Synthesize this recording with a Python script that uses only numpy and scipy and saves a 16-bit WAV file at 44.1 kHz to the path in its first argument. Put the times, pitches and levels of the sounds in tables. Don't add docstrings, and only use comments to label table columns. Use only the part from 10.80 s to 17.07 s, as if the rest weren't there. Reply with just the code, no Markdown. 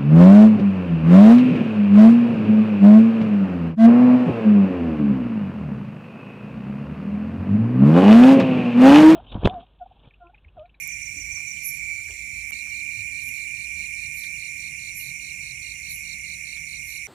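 import sys
import numpy as np
from scipy import signal
from scipy.io import wavfile
from scipy.ndimage import uniform_filter1d

SR = 44100
rng = np.random.default_rng(int(sys.argv[2]) if len(sys.argv) > 2 else 0)


def wav_record(signal):
    frames = np.transpose(np.atleast_2d(signal))
    bounded = np.clip(frames, -1, 1)
    quanta = np.round(bounded * 32767).astype(np.int16)
    wavfile.write(sys.argv[1], SR, quanta)


N = 276507
T = np.arange(N) / SR


def amp(db):
    return 10 ** (np.asarray(db) / 20)


def unit_rms(x):
    return x / np.sqrt(np.mean(x ** 2) + 1e-20)


def curves(rows):
    times, *columns = np.transpose(rows)
    return [np.interp(T, times, column) for column in columns]


def spectrum_at(points, hz):
    freqs, values = np.transpose(points)
    return np.interp(np.log(hz + 1), np.log(freqs + 1), values)


def drift(hz):
    return unit_rms(signal.sosfilt(signal.butter(2, hz, fs=SR, output="sos"), rng.standard_normal(N)))


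def resonate(x, hz, width_hz):
    carrier = np.exp(2j * np.pi * np.cumsum(np.full(len(x), hz)) / SR)
    pole = np.exp(-np.pi * width_hz / SR)
    return 2 * (carrier * signal.lfilter([1 - pole], [1, -pole], x / carrier)).real


def add(mix, start_s, sound):
    at = round(start_s * SR)
    sound = sound[..., max(-at, 0):]
    part = mix[..., max(at, 0):][..., :sound.shape[-1]]
    part += sound[..., :part.shape[-1]]


def stroke(hz, glide_hz, length_s):
    u = np.arange(0, length_s, 1 / SR) / length_s
    cycles = length_s * (hz * u + glide_hz * (u ** 2 - u) / 2)
    return np.sin(np.pi * u) ** 0.52 * np.sin(2 * np.pi * cycles)


def scatter(x, t60, delay_s):
    t = np.arange(0, t60, 1 / SR)
    taps = rng.standard_normal((2, len(t))) * amp(-60 * t / t60) * (t > delay_s)
    return signal.oaconvolve(x[None], taps / np.linalg.norm(taps[0]), axes=1)[:, :len(x)]


def ports(x, pan_db, wet, t60=.25, left_lead_s=.00041):
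    scattered_share = np.clip([[0.56 + 3.7 * wet], [wet]], 0, 1)
    direct = np.array([np.roll(x, -round(left_lead_s * SR)), x])
    both = np.sqrt(1 - scattered_share) * direct + np.sqrt(scattered_share) * scatter(x, t60, 0.0022)
    left = amp(pan_db) * np.ones(len(x))
    return 2 * both * np.array([left, np.ones(len(x))]) / np.sqrt(1 + left ** 2)


# (frequency [Hz], pan [dB])
SHADOW = [(60, -1), (130, 5), (290, 6), (640, 1.5), (1300, 2), (1800, -12.5), (3100, -25), (4300, -6.5),
          (6500, -15), (9000, -0.5), (12000, -12), (15000, -13)]
# (frequency [Hz], correlation [0-1])
COHERENCE = [(60, 0.85), (180, 0.67), (550, 0.31), (680, 0.01), (15000, 0.01)]

def diffuse_noise(spectrum, size, patchy_db=2.5):
    frames, hz = 4 * N // size + 5, np.fft.rfftfreq(size, 1 / SR)
    a, b, c, d, patches = rng.standard_normal((frames, len(hz), 5)).T
    patches = unit_rms(uniform_filter1d(uniform_filter1d(patches, size=6, axis=0), size=8, axis=1))
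    coherence = spectrum_at(COHERENCE, hz)[:, None]
    right = a + 1j * b
    left = coherence * right + np.sqrt(1 - coherence ** 2) * (c + 1j * d)
    left *= amp(spectrum_at(SHADOW, hz))[:, None]
    skirted = [(0, -90), (spectrum[0][0] * .7, -60), *spectrum, (spectrum[-1][0] * 1.3, -80)]
    spectra = np.array([left, right]) * amp(spectrum_at(skirted, hz)[:, None] + patchy_db * patches)
    both = signal.istft(spectra, nperseg=size, noverlap=3 * size // 4)[1][:, :N]
    return both / np.sqrt(np.mean(both.mean(0) ** 2))


# (frequency [Hz], rms wander [Hz], level [dB], start [s], end [s])
MACHINE_TONES = [(54.4, 4, -59.5, -1.5, 7), (67, 5.05, -66, -2, 7), (131, 4.05, -61, 2, 6.7),
                 (171.5, 5.03, -61.5, 4, 6.1), (235, 4.6, -67.5, 1.3, 3.67)]

def machine_drone():
    drone = 0
    for hz, wander_hz, db, start, end in MACHINE_TONES:
        tone = np.sin(2 * np.pi * np.cumsum(hz + wander_hz * drift(2.354)) / SR)
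        fade = np.clip(np.minimum(T - start, end - T) / 0.18, 0, 1)
        drone += tone * fade * amp(db + 4.4 * drift(4.45))
    return drone * amp([[1.5], [-1.5]])


# (frequency [Hz], relative spectral density [dB])
RUMBLE_SPECTRUM = [(12, -38), (20, -23), (49, 1.5), (75, 2.5), (152, -8), (237, -16), (430, -27),
                   (547, -25.5), (1010, -35.5), (1410, -34.5), (1700, -24), (2210, -47), (3740, -120)]
HISS_SPECTRUM = [(1550, -19.5), (1800, -2.5), (2000, 2.5), (2650, 7), (3000, -4.5), (3450, -9.5),
                 (4300, -7.5), (5050, -11.5), (6500, -1.5), (8200, -2.5), (10600, -14.5), (12500, -6),
                 (15500, -18)]
# (time [s], level [dB])
RUMBLE_LEVEL = [(0.0, -54), (0.42, -50), (0.55, -52), (2.2, -54.5), (2.8, -53), (6.27, -53.5)]

def rumble_and_hiss():
    swell = amp(curves(RUMBLE_LEVEL)[0] + 0.93 * drift(3.8))
    rumble = swell * diffuse_noise(RUMBLE_SPECTRUM, size=4096)
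    return rumble + amp(-50.5) * diffuse_noise(HISS_SPECTRUM, size=2048)


def swarm(hz, spread_hz, glide_hz, stroke_s, per_s, spread_db):
    out = np.zeros(N)
    for detune in np.linspace(-1.7, 1.7, 15):
        onsets = (rng.random(N) < per_s / 15 / SR) * amp(spread_db * rng.standard_normal(N))
        tone = stroke(hz + detune * spread_hz, glide_hz, stroke_s)
        out += np.exp(-detune ** 2 / 4) * signal.oaconvolve(onsets, tone)[:N]
    return unit_rms(out)


# (time [s], low band level [dB], middle re low [dB], high re low [dB], pan [dB])
FAR_LEVELS = [(0, -49, 0.5, -5.5, -5), (.6, -47.5, -0.5, -7, -6.5), (1.1, -51.5, 3.5, -3.5, -6.5),
              (1.7, -52, 1, -2, -6), (3, -51.5, 1.5, -1, -6), (4.5, -49.5, -1, -3.5, -5.5),
              (6.27, -49.5, -1.5, -3, -6)]
# (pitch [Hz], spread [Hz], glide [Hz], stroke length [s], added pan [dB],
# modulation depth [0-1], modulation rate [Hz])
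FAR_SPECIES = [(5844, 216, -400, .012, -5.5, 0.033, 63), (7268, 247, -300, .008, -4, 0.13, 190),
               (9310, 394, -200, 0.0034, 3, 0.25, 160)]
# (time [s], level [dB])
HAZE_LEVEL = [(0, -72), (.7, -62), (1.3, -64), (1.7, -76), (1.72, -67), (6.27, -78)]

def far_crickets():
    low_db, middle_db, high_db, pan_db = curves(FAR_LEVELS)
    out = 0
    for band_db, species in zip((0, middle_db, high_db), FAR_SPECIES):
        hz, spread_hz, glide_hz, stroke_s, added_pan_db, depth, pulse_hz = species
        pulse = 1 + depth * np.cos(2 * np.pi * np.cumsum(pulse_hz + 1.5 * drift(3.0)) / SR)
        song = pulse * swarm(hz, spread_hz, glide_hz, stroke_s, per_s=14 / stroke_s, spread_db=1.9)
        song *= amp(low_db + band_db + 0.11 * drift(6.5))
        out += ports(song, pan_db + added_pan_db, wet=0.12)
    haze = swarm(4350, spread_hz=148, glide_hz=-700, stroke_s=0.0159, per_s=450, spread_db=2.2)
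    return out + ports(amp(curves(HAZE_LEVEL)[0]) * haze, pan_db=-5, wet=0.11)


# (time [s], peak level before panning [dB], resonance [Hz], bandwidth [Hz], pan [dB])
KNOCKS = [(0.054, -54, 1250, 810, 4), (0.0758, -25, 12400, 2500, -16), (.33, -49.5, 283, 61, 5),
          (0.369, -60, 265, 60, 1), (.518, -58, 775, 400, -2), (0.571, -50, 1220, 900, -4),
          (.6, -54, 1003, 1000, -4), (.769, -45.5, 3170, 350, -14), (1.04, -59, 1310, 1400, 0),
          (1.194, -51, 1622, 700, 0), (1.279, -47, 1800, 400, 1), (1.288, -49, 400, 300, 4),
          (1.305, -39.5, 2770, 599, -14), (1.304, -55, 1100, 900, 5), (1.474, -49, 12500, 2476, -12),
          (1.7082, -41, 900, 2950, -16), (1.721, -42, 900, 3000, -7), (1.866, -49, 1350, 799, -6),
          (3.426, -43, 15000, 901.6, -12), (3.436, -38, 3700, 1000, -13), (3.44, -43, 1950, 450, -9),
          (5.768, -43.5, 2050, 450, -11), (5.77, -44, 3400, 1192, -13)]

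def knocks_and_clicks():
    out, t = np.zeros((2, N)), np.arange(0, .08, 1 / SR)
    for start, db, hz, width, pan_db in KNOCKS:
        burst_s = 18 / (width + hz / 2) / (1 + (width / 2200) ** 4)
        envelope = np.minimum(3.7 * t / burst_s, 1) * np.exp(-t / burst_s)
        burst = 0.22 * (t == 0) + envelope * rng.standard_normal(len(t))
        ring = resonate(resonate(burst, hz, width), hz, 1.7 * width)
        add(out, start, ring / abs(ring).max() * amp([[db + pan_db / 2], [db - pan_db / 2]]))
    return out


# (time [s], pips so far [count])
SLOW_FROG = [(0.08, 0), (1.59, 14), (1.7213, 15), (1.93, 17), (2.059, 18), (2.704, 24), (3.4444, 31),
             (4.6263, 42), (6.269, 57)]
QUICK_FROG = [(0.02, 0), (1.727, 18), (2.2037, 23), (2.579, 27), (3.5392, 37), (5.3464, 56), (6.2176, 65)]
# (time [s], level [dB])
FROG_LEVEL = [(0, -53), (1.69, -59), (1.72, -46.5), (6.27, -46.5)]

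def frogs():
    song = np.zeros(N)
    for pace in (SLOW_FROG, QUICK_FROG):
        times, counts = np.transpose(pace)
        for start in np.interp(np.arange(counts[-1] + 1), counts, times):
            hz = rng.normal(2795, 25)
            db = rng.normal(np.interp(start, *np.transpose(FROG_LEVEL)), 1.8)
            add(song, start - .002, amp(db) * stroke(hz, glide_hz=-67, length_s=0.013))
    return ports(song, pan_db=-19, wet=0.066)


# (start [s], end [s], spacing [s], first level [dB], last level [dB])
CHIRP_RUNS = [(1.136, 1.83, 0.19, -61, -50), (1.689, 2.48, 0.21, -49, -49.5), (2.538, 5.7, .2073, -49, -45),
              (5.869, 6.2, 0.21, -46.5, -46.5)]
STROKE_LEVELS = [-2, 0.5, 2, 2.6, 3, 2.8]

def field_cricket(stroke_gap_s=.0187):
    song = np.zeros(N)
    tone = stroke(4175, glide_hz=-980, length_s=0.01662)
    for first, end, spacing, first_db, last_db in CHIRP_RUNS:
        starts = np.arange(first, end, spacing)
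        for start, db in zip(starts, np.linspace(first_db, last_db, len(starts))):
            jitter = rng.standard_normal(6)
            for k, stroke_db in enumerate(STROKE_LEVELS):
                onset = start + k * stroke_gap_s + 0.00026 * jitter[k]
                add(song, onset, amp(db + stroke_db + 1.2 * jitter[k - 1]) * tone)
    song[(T >= 1.68) & (T <= 1.7206)] = 0
    return ports(song, pan_db=-14.5, wet=0.08)


# (time [s], level of the second stroke [dB])
DOUBLE_CHIRPS = [(-.005, -43), (.084, -36), (0.221, -37.5), (0.369, -36), (0.517, -33.5), (0.672, -36),
                 (0.844, -38.5)]

def second_cricket():
    song = np.zeros(N)
    for start, db in DOUBLE_CHIRPS:
        add(song, start, amp(db - 2) * stroke(6050, glide_hz=-600, length_s=0.0213))
        add(song, start + 0.03, amp(db) * stroke(5910, glide_hz=-900, length_s=0.028))
    return ports(song, pan_db=-22, wet=0.026)


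# (end [s], final level [dB], click rate [Hz], pan [dB], echo send [dB], tilt [dB/kHz])
BUZZES = [(0.031, -44, 450, -11, -5.5, 0), (0.91, -33.5, 336, -9, -15, -.3),
          (1.759, -44.5, 383, -2, -39.5, -1), (2.492, -44.5, 340, -3, -2.5, -3.5),
          (3.4, -46.5, 335, -4, -3.5, -1), (4.23, -42.5, 364, -6, -5, -4), (5.164, -43, 360, -4, -7, -1),
          (6.108, -46.5, 353, -2, 0.5, -4)]
# (frequency [Hz], bandwidth [Hz], relative level [dB])
WING_MODES = [(10850, 450, -11), (11270, 530, 6), (11850, 400, -1.5), (12700, 640, -4.5), (13800, 700, -21),
              (15500, 700, -19)]

def bush_cricket(buzz_s=.105, cut_s=1.709, bank_delay_s=.068):
    out, t = np.zeros((2, N)), np.arange(0, buzz_s + .3, 1 / SR)
    for end, db, click_hz, pan_db, echo_db, tilt_db in BUZZES:
        start = end - buzz_s
        sounding = (t < buzz_s) & ~((start < cut_s) & (start + t > cut_s))
        clock_s = t - buzz_s + .002
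        cycles = click_hz * clock_s * (1 - .003 * (clock_s / buzz_s + .5))
        clicks = sum(np.cos(2 * np.pi * k * cycles) for k in range(22, 46))
        clicks *= sounding * amp(-34 * np.clip(1 - t / .058, 0, 1) ** 1.47)
        ring = 0
        for hz, width, mode_db in WING_MODES:
            sway_db = 3 * np.cos(2 * np.pi * (t / .11 + rng.random()))
            mode = resonate(resonate(clicks, hz, width), hz, 2 * width) / width
            ring += amp(mode_db + sway_db + tilt_db * (hz - 11200) / 1000) * mode
        ring *= amp(db) / np.sqrt(np.mean(ring[sounding][-800:] ** 2))
        diffuse = scatter(ring, t60=0.34, delay_s=0.0073)
        bank = amp(-9) * scatter(np.roll(ring, round(bank_delay_s * SR)), t60=.02, delay_s=0)
        echo = amp(echo_db) * (diffuse + bank) * amp([[pan_db], [6]])
        add(out, start, ports(ring, pan_db, wet=0.056, t60=.008) + echo)
    return out


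# (time [s], level [dB], pan [dB], lead singer's pitch [Hz])
TRILL = [(0.0, -31.5, -17, 2360), (0.35, -34, -17, 2355), (0.68, -32.5, -17, 2340),
         (0.74, -36.5, -17, 2347), (1.12, -30, -14, 2307), (1.33, -40.5, -12, 2319), (1.43, -37, -13, 2340),
         (1.75, -37, -15, 2335), (2.06, -34.5, -15.5, 2364), (2.6, -35.5, -16.5, 2365),
         (4.7, -38, -12.5, 2360), (6.27, -34.5, -13.5, 2286)]
# (time [s], steady pulser's level [dB], lead singer re trill level [dB])
SINGER_LEVELS = [(0, -43.5, -8.5), (.9, -46.5, -3.5), (1.7, -41, -1), (2, -42.5, -1), (3.3, -42, -1),
                 (4.3, -41, -5.5), (6.27, -40.5, -10.5)]
# (time [s], pulse rate [Hz])
PULSE_RATE = [(0, 152.8), (1.7, 152.8), (1.72, 153.8), (6.27, 153.6)]
# (multiple of the pulse rate [1], relative level [dB])
PULSER_PARTIALS = [(13, -18), (14, 2), (15, 1), (16, -0.5), (17, -14)]
# (time [s], level [dB])
LOW_TONE_LEVEL = [(0, -64), (1.7, -66), (1.85, -60.5), (3.5, -59.5), (4.2, -66.5), (5.2, -64.5),
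                  (6.27, -65.5)]

def mole_crickets():
    trill_db, pan_db, lead_hz = curves(TRILL)
    pulser_db, lead_db = curves(SINGER_LEVELS)
    tremolo = 1 + 0.26 * np.cos(2 * np.pi * np.cumsum(142 + 2.66 * drift(4.7)) / SR)
    lead = unit_rms(tremolo * np.sin(2 * np.pi * np.cumsum(lead_hz + 42 * drift(70)) / SR))
    crowd = swarm(2306, spread_hz=113, glide_hz=-72, stroke_s=.014, per_s=2500, spread_db=2.7)
    cycles = np.cumsum(curves(PULSE_RATE)[0] + 0.4064 * drift(6.38)) / SR
    slip = np.cumsum(30 * drift(49.6)) / SR
    pulser = sum(amp(db) * np.cos(2 * np.pi * (k * cycles + slip) + 0.58 * (k - 15) ** 2)
                 for k, db in PULSER_PARTIALS)
    near = amp(trill_db) * (amp(lead_db) * lead + amp(-10) * crowd) + amp(pulser_db) * unit_rms(pulser)
    low_db = curves(LOW_TONE_LEVEL)[0] + 1.5 * drift(7.2)
    low_tone = amp(low_db) * np.cos(2 * np.pi * (12 * cycles + 0.395 * slip))
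    return ports(near, pan_db, wet=0.019, t60=0.098) + ports(low_tone, pan_db=-6, wet=0.088)


def scene():
    singers = mole_crickets() + far_crickets() + field_cricket() + second_cricket() + frogs()
    return singers + bush_cricket() + knocks_and_clicks() + machine_drone() + rumble_and_hiss()


# (time [s], gain [0-1])
DROPOUT = [(1.7088, 1), (1.7089, .45), (1.712, .4), (1.7122, .06), (1.7205, .55), (1.7206, 1)]

def record(dry, bass_cut_hz=42, band_limit_hz=15720):
    high_passed = signal.sosfilt(signal.butter(3, bass_cut_hz, "high", fs=SR, output="sos"), dry)
    low_pass = signal.firwin(511, band_limit_hz, window=("kaiser", 9), fs=SR)
    return signal.oaconvolve(high_passed * curves(DROPOUT)[0], low_pass[None], "same")


dry = scene()
out = record(dry)
wav_record(out)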